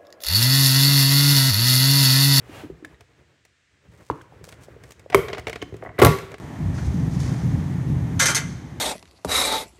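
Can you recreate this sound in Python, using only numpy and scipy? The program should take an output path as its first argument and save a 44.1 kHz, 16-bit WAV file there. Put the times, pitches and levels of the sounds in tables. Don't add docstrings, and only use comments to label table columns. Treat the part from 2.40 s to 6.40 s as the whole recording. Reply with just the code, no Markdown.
import sys
import numpy as np
from scipy import signal
from scipy.fft import rfft, irfft, next_fast_len
from scipy.io import wavfile
from scipy.ndimage import map_coordinates

SR = 44100
rng = np.random.default_rng(int(sys.argv[2]) if len(sys.argv) > 2 else 0)


def log_audio(samples):
    frames = np.atleast_2d(samples).T
    limited = np.clip(frames, -1, 1)
    pcm = np.round(limited * 32767).astype(np.int16)
    wavfile.write(sys.argv[1], SR, pcm)


N = 176400
AGE = np.arange(SR // 2) / SR
CLACK_WET_DB, KNOCK_WET_DB, TICK_WET_DB, CREAK_WET_DB = -5.5, -10, -14.5, -10.5


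# start_s, thud_db, panel_db, display_db, crack_db
CLACKS = [(2.7459, -52, 1, -18, -12.5), (2.749, -19, -5, -11.5, -22), (3.589, -19, -10, -44, -30),
          (3.5981, -37, -22, -12, -28.5), (3.6173, -45, -16, -3, -46), (3.6207, -25, -2, -4.5, -18.5),
          (3.626, -17.5, -1.5, -2, -28), (3.635, -10, -2.5, -13, -19.5), (3.648, -24, -4, -4, -8.5),
          (3.6504, -14.5, -15, -5.5, -11), (3.6595, -10.5, -43, -21, -17), (3.6678, -15, -8.5, -5, -19.5)]
def clacks():
    out = np.zeros(N)
    for start_s, thud_db, panel_db, display_db, crack_db in CLACKS:
        blow = amp(panel_db) * panel_ring() + amp(display_db) * display_clatter()
        blow += amp(thud_db) * floor_thud(attack_s=0.0043)
        add(out, start_s, in_room(blow, CLACK_WET_DB) + amp(crack_db) * crack())
    return out


# pitch_hz, level_db, t60_s
PANEL_MODES = [(402, -1, 0.036), (389.2, -21, 0.43), (447, -11.5, 0.034), (550, -21, 0.11),
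               (670, 0, 0.0042), (1067, -4, 0.015), (1824, -12, 0.014), (2237, -24, 0.045),
               (3150, -30, 0.059)]
PANEL_CUT_HZ = 288
def panel_ring(sharp_share=0.21, relax_s=0.002):
    warped_age = AGE + sharp_share * relax_s * (1 - np.exp(-AGE / relax_s))
    return high_pass(ring(PANEL_MODES, attack_s=0.00096, age=warped_age), PANEL_CUT_HZ, order=2)


# pitch_hz, level_db, t60_s
DISPLAY_MODES = [(691, -17, 0.099), (817, -24, 0.05), (830, -34, 0.075), (977, -17.5, 0.057),
                 (1137, -21, 0.31), (1370, -19.5, 0.063), (1670, -15, 0.0096), (2060, -17, 0.029)]
# frequency_hz, level_db
CLATTER_SPECTRUM = [(150, 0), (400, 9), (750, 8), (1100, 6.5), (1800, -6), (3200, -11), (5000, -17),
                    (10000, -23)]
def display_clatter():
    return ring(DISPLAY_MODES, attack_s=0.0006) + amp(-3) * burst(CLATTER_SPECTRUM, t60_s=0.035)


# pitch_hz, level_db, t60_s
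FLOOR_MODES = [(68, -7, 0.048), (93, 6, 0.039), (114.2, -2, 0.12), (151.6, -6, 0.13)]
def floor_thud(attack_s):
    return ring(FLOOR_MODES, attack_s)


# frequency_hz, level_db
CRACK_SPECTRUM = [(800, -40), (2500, 11.5), (4500, 6), (6500, 3.5), (9000, 5), (13000, 8.5), (16000, -7)]
def crack():
    direct = burst(CRACK_SPECTRUM, t60_s=0.015)
    return direct + amp(-24) * burst(CRACK_SPECTRUM, t60_s=0.36, attack_s=0.011)


# start_s, level_db, pitch_hz, thud_db
KNOCKS = [(0.094, -33.5, 285, -52), (0.235, -28.5, 332, -53), (0.244, -29.5, 285, -37),
          (0.3, -26, 365, -34), (0.32, -62, 386, -42), (0.425, -33.5, 315, -78), (.441, -38.5, 296, -53),
          (1.484, -75, 346, -39.5), (1.7, -9.5, 952, -23.5), (1.7014, -19, 464, -54),
          (1.7078, -22.5, 313, -40), (1.923, -40.5, 786, -98), (2.011, -39, 402, -34),
          (2.076, -37, 520, -55), (2.284, -34.5, 544, -41), (2.364, -36.5, 464, -62),
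          (2.661, -31.5, 540, -65), (2.987, -27.5, 400, -32), (3.074, -29.5, 600, -31),
          (3.102, -54, 403, -41), (3.225, -24, 309, -31), (3.324, -30, 393, -24.5),
          (3.342, -26.5, 396, -62), (3.434, -28, 474, -38), (3.486, -46, 490, -30)]
def knocks(attack_cycles=0.27, t60_cycles=11.1):
    out = np.zeros(N)
    for start_s, level_db, pitch_hz, thud_db in KNOCKS:
        onset = (1 - np.exp(-AGE * pitch_hz / attack_cycles)) ** 2
        tone = np.sin(2 * np.pi * pitch_hz * AGE) * fade(t60_cycles / pitch_hz) * onset
        loose_parts = amp(-18.5) * burst(CLATTER_SPECTRUM, t60_s=0.028, attack_s=0.001)
        knock = amp(level_db) * (tone / np.abs(tone).max() + loose_parts)
        thud = amp(thud_db) * floor_thud(attack_s=0.0079)
        add(out, start_s, in_room(knock + thud, KNOCK_WET_DB))
    return out


# pitch_hz, level_db, t60_s
CASE_MODES = [(435, 2, 0.056), (638, -3, 0.07), (715, -1.5, 0.075), (1100, -3.5, 0.041), (1970, 0, 0.023),
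              (2197, 0.5, 0.018)]
# frequency_hz, level_db
CLICK_SPECTRUM = [(200, 3), (600, 5.5), (1200, 1.5), (2000, 7), (3100, -1.5), (4300, -7.5), (7000, -15.5),
                  (10000, -28), (15000, -66)]
SNAP_SPECTRUM = [(1500, 8.5), (4000, 5.5), (6000, 7), (8500, 6.5), (11000, -2), (15500, -4.5)]
# start_s, relative_click_db, relative_snap_db
TICKS = [(0.4475, -30.5, -42.5), (0.607, -34.5, -50.5), (1.0504, -42, -51.5), (1.7096, -30.5, -70),
         (1.8151, -47, -50.5), (2.0408, -42, -41), (2.089, -49, -40), (2.1237, -28, -48),
         (2.235, -54, -50.5), (2.4365, -33, -47.5), (2.5071, -59, -41.5), (2.5194, -60, -42),
         (2.5947, -37, -50), (2.6998, -23, -44.5), (2.8833, -17.5, -58), (2.9305, -11, -48.5),
         (2.9475, -19, -64), (2.9813, -19, -41), (2.9945, -26, -42), (3.0693, -11, -42),
         (3.0804, -21.5, -38.5), (3.096, -18.5, -35.5), (3.1292, -18.5, -42), (3.1574, -17.5, -43),
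         (3.2232, -19, -40), (3.3409, -32.5, -55), (3.366, -74, -49.5), (3.437, -62, -54),
         (3.7853, -23, -38.5), (3.9169, -29, -49), (3.9413, -22.5, -51), (3.982, -34, -49)]
def ticks(click_gain_db=-8.5, snap_gain_db=4):
    out = np.zeros(N)
    for start_s, click_db, snap_db in TICKS:
        click = burst(CLICK_SPECTRUM, t60_s=0.036, attack_s=0.00062)
        click += amp(-9) * ring(CASE_MODES, attack_s=0.0025)
        snap = burst(SNAP_SPECTRUM, t60_s=0.025, attack_s=0.00066)
        tick = amp(click_db + click_gain_db) * click + amp(snap_db + snap_gain_db) * snap
        add(out, start_s, in_room(tick, TICK_WET_DB))
    return out


# start_s, level_db, travel_s
JERKS = [(3.4238, -28, 0.0032), (3.449, -30, 0.0035), (3.4612, -28.5, 0.0029), (3.4709, -31, 0.0035),
         (3.4917, -30, 0.00278), (3.581, -22, 0.009)]
def jerks(top_hz=3173, rise_share=0.43):
    out = np.zeros(N)
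    for start_s, level_db, travel_s in JERKS:
        cycles = top_hz * travel_s * AGE / (AGE + travel_s)
        onset = 1 - np.exp(-AGE / (rise_share * travel_s))
        chirp = np.sin(2 * np.pi * cycles) * fade(t60_s=0.055) * onset
        wave = high_pass(chirp, PANEL_CUT_HZ, order=2) + amp(-5) * ring(CASE_MODES, attack_s=travel_s)
        add(out, start_s, amp(level_db) * in_room(wave, CLACK_WET_DB))
    return out


# start_s, level_db, pitch_hz
PINGS = [(0.4475, -32, 1757), (0.5442, -38, 1880), (1.812, -37, 1560), (2.7457, 1, 1073),
         (3.218, -26, 3070), (3.6175, -5, 1540)]
def pings(t60_s=0.017, overtone_ratio=2.056, overtone_db=-10.5):
    out = np.zeros(N)
    for start_s, level_db, pitch_hz in PINGS:
        modes = [(pitch_hz, level_db, t60_s), (pitch_hz * overtone_ratio, level_db + overtone_db, t60_s)]
        add(out, start_s, in_room(ring(modes, attack_s=0.00045), TICK_WET_DB))
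    return out


# start_s, length_s, level_db
CREAKS = [(2.719, 0.031, -30.5), (2.886, 0.02, -33.5), (2.963, 0.027, -35), (3.062, 0.035, -37.5),
          (3.214, 0.006, -34), (3.581, 0.038, -23)]
def creaks():
    out = np.zeros(N)
    for start_s, length_s, level_db in CREAKS:
        case = ring(CASE_MODES, attack_s=0.0016) + amp(-3) * burst(CLICK_SPECTRUM, t60_s=0.036)
        creak = slips(length_s, case, mean_per_s=328)
        add(out, start_s, amp(level_db) * in_room(creak, CREAK_WET_DB))
    return out


# start_s, length_s, level_db
SCUFFS = [(1.478, 0.38, -67.5), (2.031, 0.12, -57.5), (2.208, 0.057, -57.5), (2.425, 0.1, -65)]
def scuffs():
    out = np.zeros(N)
    grain_spectrum = amp(along(SNAP_SPECTRUM, np.fft.rfftfreq(64, 1 / SR)))
    grain = np.fft.fftshift(irfft(grain_spectrum))
    for start_s, length_s, level_db in SCUFFS:
        scuff = slips(length_s, grain, mean_per_s=1360)
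        add(out, start_s, amp(level_db) * in_room(scuff, TICK_WET_DB))
    return out


# frequency_hz, level_db
SLEEVE_SPECTRUM = [(60, -7), (300, 6.5), (700, 5.5), (1300, 0.5), (2800, -1), (4500, -11.5), (9000, -15.5),
                   (15000, -21.5)]
def sleeve(centre_s=0.18, half_hold_s=0.03, peak_db=-42.5, rise_db_per_s=150, fall_db_per_s=202):
    t = np.arange(N) / SR - centre_s
    before_db = rise_db_per_s * np.maximum(-t - half_hold_s, 0)
    after_db = fall_db_per_s * np.maximum(t - half_hold_s, 0)
    return amp(peak_db - before_db - after_db) * noise(SLEEVE_SPECTRUM, N)


# time_s, level_db
RUB_LEVELS = [(0, -52), (.4, -52), (.8, -61), (1.2, -76.5), (1.45, -60), (1.9, -53.5), (2.1, -50),
              (2.5, -49.5), (2.63, -59.5), (2.8, -35), (3.0, -49), (3.3, -46.5), (3.47, -48.5), (3.55, -53),
              (3.8, -41), (4, -44)]
# frequency_hz, level_db
RUB_SPECTRUM = [(25, -53), (60, 5), (120, 8), (220, -7), (420, -2.5), (800, -13), (2000, -16), (4000, -33),
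                (15000, -43)]
def rubbing(uneven_db=3, knots_per_s=28):
    t = np.arange(N) / SR
    level_db = np.interp(t, *np.transpose(RUB_LEVELS))
    knots = rng.standard_normal(int(N * knots_per_s / SR) + 4)
    wobble = map_coordinates(knots, [t * knots_per_s])
    return amp(level_db + uneven_db * wobble) * noise(RUB_SPECTRUM, N)


# frequency_hz, level_db
HISS_SPECTRUM = [(25, -43), (70, 10.5), (130, -5), (300, -4), (800, -16), (1800, 0), (5000, -11.5),
                 (8000, -14), (11000, -35), (16000, -45)]
def room_hiss(level_db=-66.5):
    return amp(level_db) * noise(HISS_SPECTRUM, N)


# frequency_hz, t60_s
ROOM_DECAY = [(80, 0.17), (250, 0.32), (600, 0.4), (1500, 0.5), (4000, 0.53), (10000, 0.42), (16000, 0.15)]
# frequency_hz, level_db
ROOM_SPECTRUM = [(60, 7), (150, 8), (400, 2.5), (650, -7.5), (1050, -3), (2500, -0.5), (6000, 2),
                 (14000, 2)]
def in_room(x, wet_db, delay_s=0.0051, build_s=0.00067):
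    hz, t, bands = signal.stft(rng.standard_normal(len(AGE)), SR, nperseg=256)
    decay = np.exp(-np.log(1000) * t / along(ROOM_DECAY, hz)[:, None])
    colour = amp(along(ROOM_SPECTRUM, hz))[:, None]
    onset = 1 - np.exp(-np.maximum(AGE - delay_s, 0) / build_s)
    tail = signal.istft(bands * decay * colour, SR, nperseg=256)[1][:len(AGE)] * onset
    return x + amp(wet_db) * signal.fftconvolve(x, tail / np.linalg.norm(tail))[:len(x)]


def ring(modes, attack_s, scatter_db=4.0, detune=0.01245, age=AGE):
    out = np.zeros(len(AGE))
    for pitch_hz, level_db, t60_s in modes:
        envelope = amp(level_db + scatter_db * rng.normal()) * fade(t60_s)
        out += envelope * np.sin(2 * np.pi * pitch_hz * (1 + detune * rng.normal()) * age)
    return out * (1 - np.exp(-AGE / attack_s))


def burst(spectrum, t60_s, attack_s=0.0001):
    return noise(spectrum, len(AGE)) * fade(t60_s) * (1 - np.exp(-AGE / attack_s))


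def slips(length_s, response, mean_per_s, spread_db=7):
    size = len(AGE)
    stroke = np.sqrt(np.abs(np.sin(np.pi * np.minimum(AGE / length_s, 1))))
    gaps_s = rng.uniform(0.4, 1.6, size=2000) / mean_per_s
    strengths = amp(spread_db * rng.standard_normal(len(gaps_s)))
    impulses = np.bincount((np.cumsum(gaps_s) * SR).astype(int), strengths, size)[:size]
    signs = np.sign(rng.standard_normal(size))
    x = signal.fftconvolve(impulses * stroke * signs, response)[:size]
    return x / np.sqrt(np.sum(x ** 2) / (length_s * SR) + 1e-12)


def noise(spectrum, size):
    gain = amp(along(spectrum, np.fft.rfftfreq(size, 1 / SR)))
    x = irfft(rfft(rng.standard_normal(size)) * gain, size)
    return x / x.std()


def fade(t60_s):
    return np.exp(-np.log(1000) * AGE / t60_s)


def high_pass(x, hz, order):
    return signal.sosfilt(signal.butter(order, hz, "high", fs=SR, output="sos"), x)


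def along(points, hz):
    point_hz, values = np.transpose(points)
    return np.interp(np.log(hz + 1), np.log(point_hz + 1), values)


def amp(db):
    return 10 ** (np.asarray(db) / 20)


def add(track, start_s, x):
    part = track[round(start_s * SR):][:len(x)]
    part += x[:len(part)]


def scene():
    contacts = clacks() + knocks() + ticks() + jerks() + pings()
    friction = creaks() + scuffs() + sleeve() + rubbing()
    return (contacts + friction + room_hiss())[None]


def record(dry, top_hz=16300, edge_hz=700):
    x = high_pass(dry, hz=50, order=6)
    x = x / (1 + np.abs(x) ** 8) ** (1 / 8)
    size = next_fast_len(N + SR // 2)
    passband = np.clip((top_hz - np.fft.rfftfreq(size, 1 / SR)) / edge_hz, 0, 1)
    return irfft(rfft(x, size) * np.sin(np.pi / 2 * passband) ** 2, size)[..., :N]


dry = scene()
out = record(dry)
log_audio(out)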